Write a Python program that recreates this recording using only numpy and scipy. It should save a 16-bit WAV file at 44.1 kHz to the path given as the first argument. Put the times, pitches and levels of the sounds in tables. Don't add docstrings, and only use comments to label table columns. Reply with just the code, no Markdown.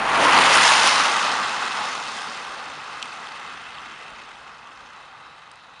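import sys
import numpy as np
from scipy import signal
from scipy.fft import rfft, irfft
from scipy.io import wavfile
from scipy.ndimage import uniform_filter1d

SR = 44100
rng = np.random.default_rng(int(sys.argv[2]) if len(sys.argv) > 2 else 0)


def voltage_ratio(level):
    return 10 ** (np.asarray(level, float) / 20)


def transcribe(signal):
    frames = np.atleast_2d(signal).T
    limited = np.clip(frames, -1, 1)
    pcm = np.round(limited * 32767).astype(np.int16)
    wavfile.write(sys.argv[1], SR, pcm)


N = 255780


def evened(x):
    return x / np.sqrt(np.mean(x ** 2) + 1e-20)


def read(points, hz):
    f, value = np.transpose(points)
    return np.interp(np.log(hz + 1), np.log(f + 1), value)


def add(mix, s, sound):
    part = mix[round(s * SR):][:len(sound)]
    part += sound[:len(part)]


def bell(x, centre, width, height):
    return height * np.exp(-2 * ((x - centre) / width) ** 2)


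def slope(hz, edge_hz, octaves=0.18):
    return 1 / (1 + (edge_hz / (hz + 1)) ** (2 / octaves))


def coloured(points):
    gain = voltage_ratio(read(points, np.fft.rfftfreq(N, 1 / SR)))
    return evened(irfft(rfft(rng.standard_normal(N)) * gain, N))


def whistle(db, hz, width):
    shake = signal.lfilter([1], [1, -np.exp(-np.pi * width / SR)], rng.standard_normal((2, N)))
    turn = np.exp(2j * np.pi * np.cumsum(hz * np.ones(N)) / SR)
    wander = .5 + evened(shake[0]) + 1j * evened(shake[1])
    return voltage_ratio(db) * evened((turn * wander).real)


def swell(peak, db, rise, fall, hz, glide=0.):
    since = np.arange(N) / SR - peak
    return db + np.minimum(rise * since, -fall * since), hz + glide * since


# frequency in Hz, density in dB per Hz.
RUMBLE_SPECTRUM = [(15, -46), (25, -14), (54, -5), (75, -6.5), (113, -5), (140, -6.5), (160, 0), (210, -41),
                   (350, -120)]
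# peak time in s, peak level in dB, rise in dB per s, fall in dB per s, pitch in Hz.
TRAFFIC_DRONE = (2.75, -57, 40, 17, 144)
LORRY_HUM = (4.25, -67, 6.5, 32, 64.5)


def far_traffic():
    wash = voltage_ratio(-65) * coloured(RUMBLE_SPECTRUM)
    drone = whistle(*swell(*TRAFFIC_DRONE, glide=-9), width=5.3)
    lorry = whistle(*swell(*LORRY_HUM), width=8)
    return wash + drone + lorry


# time of the note in seconds, level in dB.
BIRD_NOTES = [
    (5.04, -58),
    (5.2, -62),
    (5.28, -57),
    (5.4, -59),
    (5.5, -62),
    (5.6, -59),
    (5.67, -61),
    (5.8, -55),
]


def bird():
    t = np.arange(N) / SR
    note_s, note_hz = 0.086, 3870
    power = sum(voltage_ratio(2 * db) * bell(t, s, note_s, 0.82) for s, db in BIRD_NOTES)
    return np.sqrt(power) * whistle(0, note_hz, width=300)


# start in seconds, peak level in dB.
GUSTS = [
    (2.469, -57),
    (4.099, -55),
]


def gusts():
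    out, t = np.zeros(N), np.arange(3000) / SR
    push = np.sin(2 * np.pi * 48 * t) * np.hanning(len(t))
    for s, db in GUSTS:
        add(out, s, voltage_ratio(db) * push)
    return out


# start in seconds, ring level in dB, ring pitch in Hz, crack level in dB.
RAINDROPS = [(.5415, -13, 5000, -20), (.5495, -30, 6000, -24), (.690, -15, 3400, -26),
             (1.4955, -22, 2800, -28), (1.519, -24, 3000, -36), (1.654, -31, 2900, -34),
             (3.0267, -17, 3100, -30), (3.0288, -24, 2800, -55), (3.031, -30, 3000, -60),
             (3.0555, -60, 5000, -42), (3.2714, -28, 3500, -44), (3.4764, -37, 4100, -47),
             (3.5734, -35, 2800, -47), (3.706, -35, 2900, -47), (3.785, -28, 3300, -55),
             (3.871, -38, 4000, -55), (3.92, -43, 6600, -60), (3.977, -35, 2900, -58),
             (4.012, -43, 6200, -50), (4.101, -35, 2700, -60), (4.102, -55, 5800, -49),
             (4.219, -36, 3100, -53), (4.494, -38, 2800, -51), (4.672, -38, 3200, -55),
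             (5.468, -43, 3900, -62), (5.515, -43, 5200, -43), (5.518, -47, 5400, -52),
             (5.557, -52, 5000, -50)]


def raindrops():
    out, t, hz_axis = np.zeros(N), np.arange(512) / SR, np.fft.rfftfreq(512, 1 / SR)
    ring_s, glide_s, crack_over_ring = .0026, .0004, 1.65
    decay = np.exp(-(t / ring_s) ** 2 * 2) * np.tanh(t / .00025)
    noises = rng.standard_normal((len(RAINDROPS), 512))
    for (s, db, hz, crack_db), noise in zip(RAINDROPS, noises):
        glide = 1.3 if db > -18 else .4
        cycles = hz * (.88 * t + glide * glide_s * (1 - np.exp(-t / glide_s)))
        tone = np.sin(2 * np.pi * cycles)
        octave_bell = np.exp(-(np.log((hz_axis + 1) / (crack_over_ring * hz)) / .7) ** 2)
        crack = evened(irfft(rfft(noise) * octave_bell))
        add(out, s, decay * (voltage_ratio(db) * tone + voltage_ratio(crack_db) * crack))
    return signal.lfilter(*signal.butter(4, 10400, fs=SR), out)


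SPEED_M_S, BRAKE_M_S2, LANE_M = 15.92, 1.444, 3.955


def travel(t, closest):
    since = t - closest
    along = SPEED_M_S * since - BRAKE_M_S2 / 2 * np.maximum(since, 0) ** 2
    metres = np.hypot(along, LANE_M)
    return metres, (1 - along / metres) / 2, 20 * np.log10(LANE_M / metres)


# multiple of the firing rate, level in dB.
ENGINE_ORDERS = [(2, -10), (3, 0), (4, -3), (5, 1), (6, -1), (7, -5)]
# closest time in seconds, level when closest in dB, gain ahead of the car in dB, fade in dB per s.
ENGINE_LEVELS = [
    (.2, -46.5, -6, -9),
    (.29, -37.5, -12, -8.5),
]


def engine():
    t = np.arange(N) / SR
    lift_hz, idle_hz, lift_s = 46.5, 37.9, .7
    turns = np.cumsum(idle_hz + (lift_hz - idle_hz) * np.exp(-t / lift_s)) / SR
    levels = []
    for closest, db, front_db, fade_db in ENGINE_LEVELS:
        _, front, spread_db = travel(t, closest)
        levels.append(db + spread_db + front_db * front + fade_db * t)
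    first_db, upper_db = levels
    waver = rng.standard_normal((len(ENGINE_ORDERS), N))
    waver = uniform_filter1d(uniform_filter1d(waver, 4000), 4000)
    upper = np.zeros(N)
    for (k, db), w in zip(ENGINE_ORDERS, waver):
        upper += voltage_ratio(db + .4 * k * evened(w)) * np.sin(2 * np.pi * k * turns + k * k)
    first = np.sin(2 * np.pi * turns)
    return np.sqrt(2) * (upper * voltage_ratio(upper_db) + first * voltage_ratio(first_db))


def spatter(per_s, spread_db, length):
    sizes = voltage_ratio(spread_db * np.minimum(rng.exponential(1, N), 3.2))
    kicks = sizes * (rng.random(N) < per_s / SR)
    return evened(signal.oaconvolve(kicks, np.exp(-np.arange(600) / SR / length))[:N])


def droplets(per_s, spread_db):
    size = voltage_ratio(spread_db * np.minimum(rng.exponential(1, N), 4)) * (rng.random(N) < per_s / SR)
    kind, t, out = rng.integers(0, 10, N), np.arange(200) / SR, np.zeros(N)
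    for k, hz in enumerate(np.geomspace(2500, 10000, 10)):
        decay = t * hz * np.exp(-t * hz / 1.6)
        ping = np.sin(2 * np.pi * hz * t) * decay * hz / 5000
        out += signal.oaconvolve(size * (kind == k), ping)[:N]
    return evened(out)


def stretch(t, s, db, length):
    return db * np.exp(-(2 * (t - s) / length) ** 4)


def axles(t, closest):
    wheelbase_m = 2.7
    gap = wheelbase_m / SPEED_M_S / 2
    metres, front, a_db = travel(t, closest - gap)
    _, behind, b_db = travel(t, closest + gap)
    return metres, (front + behind) / 2, 10 * np.log10((voltage_ratio(2 * a_db) + voltage_ratio(2 * b_db)) / 2)


# closest time in seconds, level when closest in dB,
# gain ahead of the car in dB, air loss in dB per m, share of the wetness.
LAYERS = [
    (0.49, -16.5, -1.5, 0.0623, 0.05),
    (0.52, -18.5, -7, 0.06, 0.25),
    (0.66, -25, -9, 0.1274, 0.7),
    (0.35, -28.5, -5.5, 0.05, 0.033),
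]
# gain from behind in dB, share of the bend, share of the slow unevenness.
LAYER_REAR_DB = [2, -0.9, -1.54, 3.5]
LAYER_BEND_SHARE = [0.13, 1.44, 0.1, .1]
LAYER_UNEVEN_SHARE = [0.88, 0.71, 0.19, 0.24]
# centre in seconds, extra level in dB, length in seconds.
PUDDLES = [(0.239, 8, 0.073), (0.414, 3, 0.2), (0.548, 5, 0.035), (0.663, 2.5, 0.11), (0.883, 2, 0.091),
           (1.76, 0.5, 0.18), (2.088, 4.5, 0.77), (3.127, 2.5, 0.47), (4, 0, .45), (4.904, 2, .3),
           (4.497, 1, 0.45), (0.0, -4.5, .2), (2.72, -2, 0.32)]
# centre in seconds, extra level in dB, length in seconds.
BEND = (3.81, 3.05, 1.1)
# centre in seconds, extra rumble in dB, length in seconds.
JOLT = (0.22, 5.6, 0.084)
# time in seconds, level in dB.
UNEVENNESS = [(0, -0.5), (.15, 0.2), (.3, 1), (.5, -0.9), (.65, -0.4), (.85, 1.9), (1.1, 2.1), (1.3, 2.5),
              (1.55, .8), (1.8, 1.8), (2.05, -1.2), (2.4, -0.6), (2.8, 0), (3.4, 0), (3.8, 0.1), (4.4, -0.3),
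              (5, 1.5), (5.8, 0.4)]


def layer_levels(t, rear):
    wet_db, bend_db = sum(stretch(t, *p) for p in PUDDLES), stretch(t, *BEND)
    slowing = BRAKE_M_S2 / SPEED_M_S * np.maximum(t - LAYERS[0][0], 0)
    speed_db = 30.5 * np.log10(1 - slowing)
    uneven_db = np.interp(t, *np.transpose(UNEVENNESS))
    levels = []
    rows = zip(LAYERS, LAYER_REAR_DB, LAYER_BEND_SHARE, LAYER_UNEVEN_SHARE)
    for (closest, db, front_db, air_db, wet), rear_db, bend, uneven in rows:
        metres, front, spread_db = axles(t, closest)
        view_db = front_db * front ** 3.4 + rear_db * rear + bend * bend_db
        road_db = wet * wet_db + uneven * uneven_db
        levels.append(db + spread_db + view_db - air_db * metres + speed_db + road_db)
    levels[3] = levels[3] + stretch(t, *JOLT)
    metres, front, _ = travel(t, LAYERS[2][0])
    shade_db = 3 - 8.5 * front - 0.07 * metres - 0.83 * bend_db - 2.2 * rear
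    return levels, shade_db


# frequency in Hz, density in dB per Hz.
ALONGSIDE_SPECTRUM = [(59, -50), (100, -38), (212, -19.5), (400, -16), (698, -9.5), (885, -0.5), (1080, -1),
                      (1640, -6), (2850, -2), (6680, -12.5), (7990, -16.5), (9360, -13), (10500, -21.5),
                      (11400, -41), (14800, -73), (22000, -120)]
BEHIND_SPECTRUM = [(100, -26), (210, -9.5), (441, -11), (620, -12), (800, 1), (1200, 5), (1500, -0.5),
                   (2050, -3.5), (2600, -3), (3100, -7), (4400, -14.5), (6000, -21.5), (8600, -25.5),
                   (11400, -47.5)]
# centre in Hz, width in Hz, depth
# in dB.
ECHO_DIPS = [(330, 140, -5), (990, 130, -2.5), (1780, 240, -4), (2320, 220, -8), (2860, 160, -5),
             (3330, 200, -2), (4130, 200, -3), (4800, 260, -4), (5600, 240, -5.5), (6300, 180, -2.5),
             (6750, 200, -3), (7300, 280, -3), (8200, 220, -3), (10050, 260, -3)]
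# centre in Hz, width in Hz, depth in dB.
PORT_DIP = (7950, 450, -5.5)


def view_colour(hz, t, rear, shade_db, turn_s):
    behind_db = read(BEHIND_SPECTRUM, hz) + sum(bell(hz, *d) for d in ECHO_DIPS)
    colour_db = np.outer(read(ALONGSIDE_SPECTRUM, hz), 1 - rear) + np.outer(behind_db, rear)
    colour_db += bell(hz, *PORT_DIP)[:, None]
    colour_db += np.outer(bell(hz, 4800, 3000, 1), shade_db)
    damp_air_db = -0.08 * travel(t, turn_s)[0]
    return voltage_ratio(colour_db + np.outer(bell(hz, 8500, 3000, 1), damp_air_db))


# peak time in s, peak level in dB, rise in dB per s, fall in dB per s, pitch in Hz.
TYRE_CAVITY = (-0.12, -45, 20, 7.5, 265)


def tyres():
    air, pings = rng.standard_normal(N), droplets(per_s=500, spread_db=3.4)
    common = spatter(per_s=440, spread_db=6.5, length=0.0017)
    bursts = [0.013, 0.32, 0.34, .02]
    pings_db = [-30, -13, -13, -40]
    patchy_db = [1.0, 0.36, 1.0, 1.0]

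    hz, t = np.fft.rfftfreq(1024, 1 / SR), np.arange(N // 256 + 2) * 256 / SR
    patches = uniform_filter1d(rng.standard_normal((len(t), 513)).T, 14, 0)
    patches = evened(uniform_filter1d(patches, 12, 1))

    side_view, rear_view, far_view, turn_s = .2, .78, 0.19, 1.09
    turned = (rear_view - side_view) / (1 + np.exp((turn_s - t) / .06))
    far_off = far_view / (1 + np.exp((2.95 - t) / .4))
    rear = np.clip(side_view + turned + far_off, 0, 1)
    levels, shade_db = layer_levels(t, rear)
    colour = view_colour(hz, t, rear, shade_db, turn_s)

    above = [slope(hz, edge) for edge in (600, 1800, 5000)]
    roar, spray, mist = above[0] - above[1], above[1] - above[2], above[2]
    rumble = (1 - above[0]) * slope(hz, 93, 0.27)
    field = 0
    rows = zip((roar, spray, mist, rumble), levels, bursts, pings_db, patchy_db)
    for share, level_db, burst, ping_db, patch_db in rows:
        splash = 0.69 * common + 0.22 * spatter(per_s=540, spread_db=12.0, length=0.0061)
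        source = evened(air * (1 - burst + burst * splash) + voltage_ratio(ping_db) * pings)
        shape = colour * np.sqrt(share)[:, None]
        shape = shape / np.sqrt((shape ** 2).mean(0)) * voltage_ratio(level_db + patch_db * patches)
        field = field + signal.stft(source, nperseg=1024, noverlap=768)[2] * shape
    rolling = signal.istft(field, nperseg=1024, noverlap=768)[1][:N]

    body_db = np.interp(np.arange(N) / SR, t, levels[3]) - 30
    body = voltage_ratio(body_db) * coloured(RUMBLE_SPECTRUM)
    cavity = whistle(*swell(*TYRE_CAVITY, glide=-4), width=7.8)
    return rolling + body + cavity


def scene():
    return (far_traffic() + bird() + gusts() + raindrops() + engine() + tyres())[None]


def band_limit(x):
    return signal.sosfilt(signal.butter(12, 11560, fs=SR, output="sos"), x)


def record(dry):
    lowpass = signal.firwin(255, 11290, window=("kaiser", 9), fs=SR)
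    mix = signal.oaconvolve(dry, lowpass[None], "same")
    return band_limit(mix)


dry = scene()
out = record(dry)
transcribe(out)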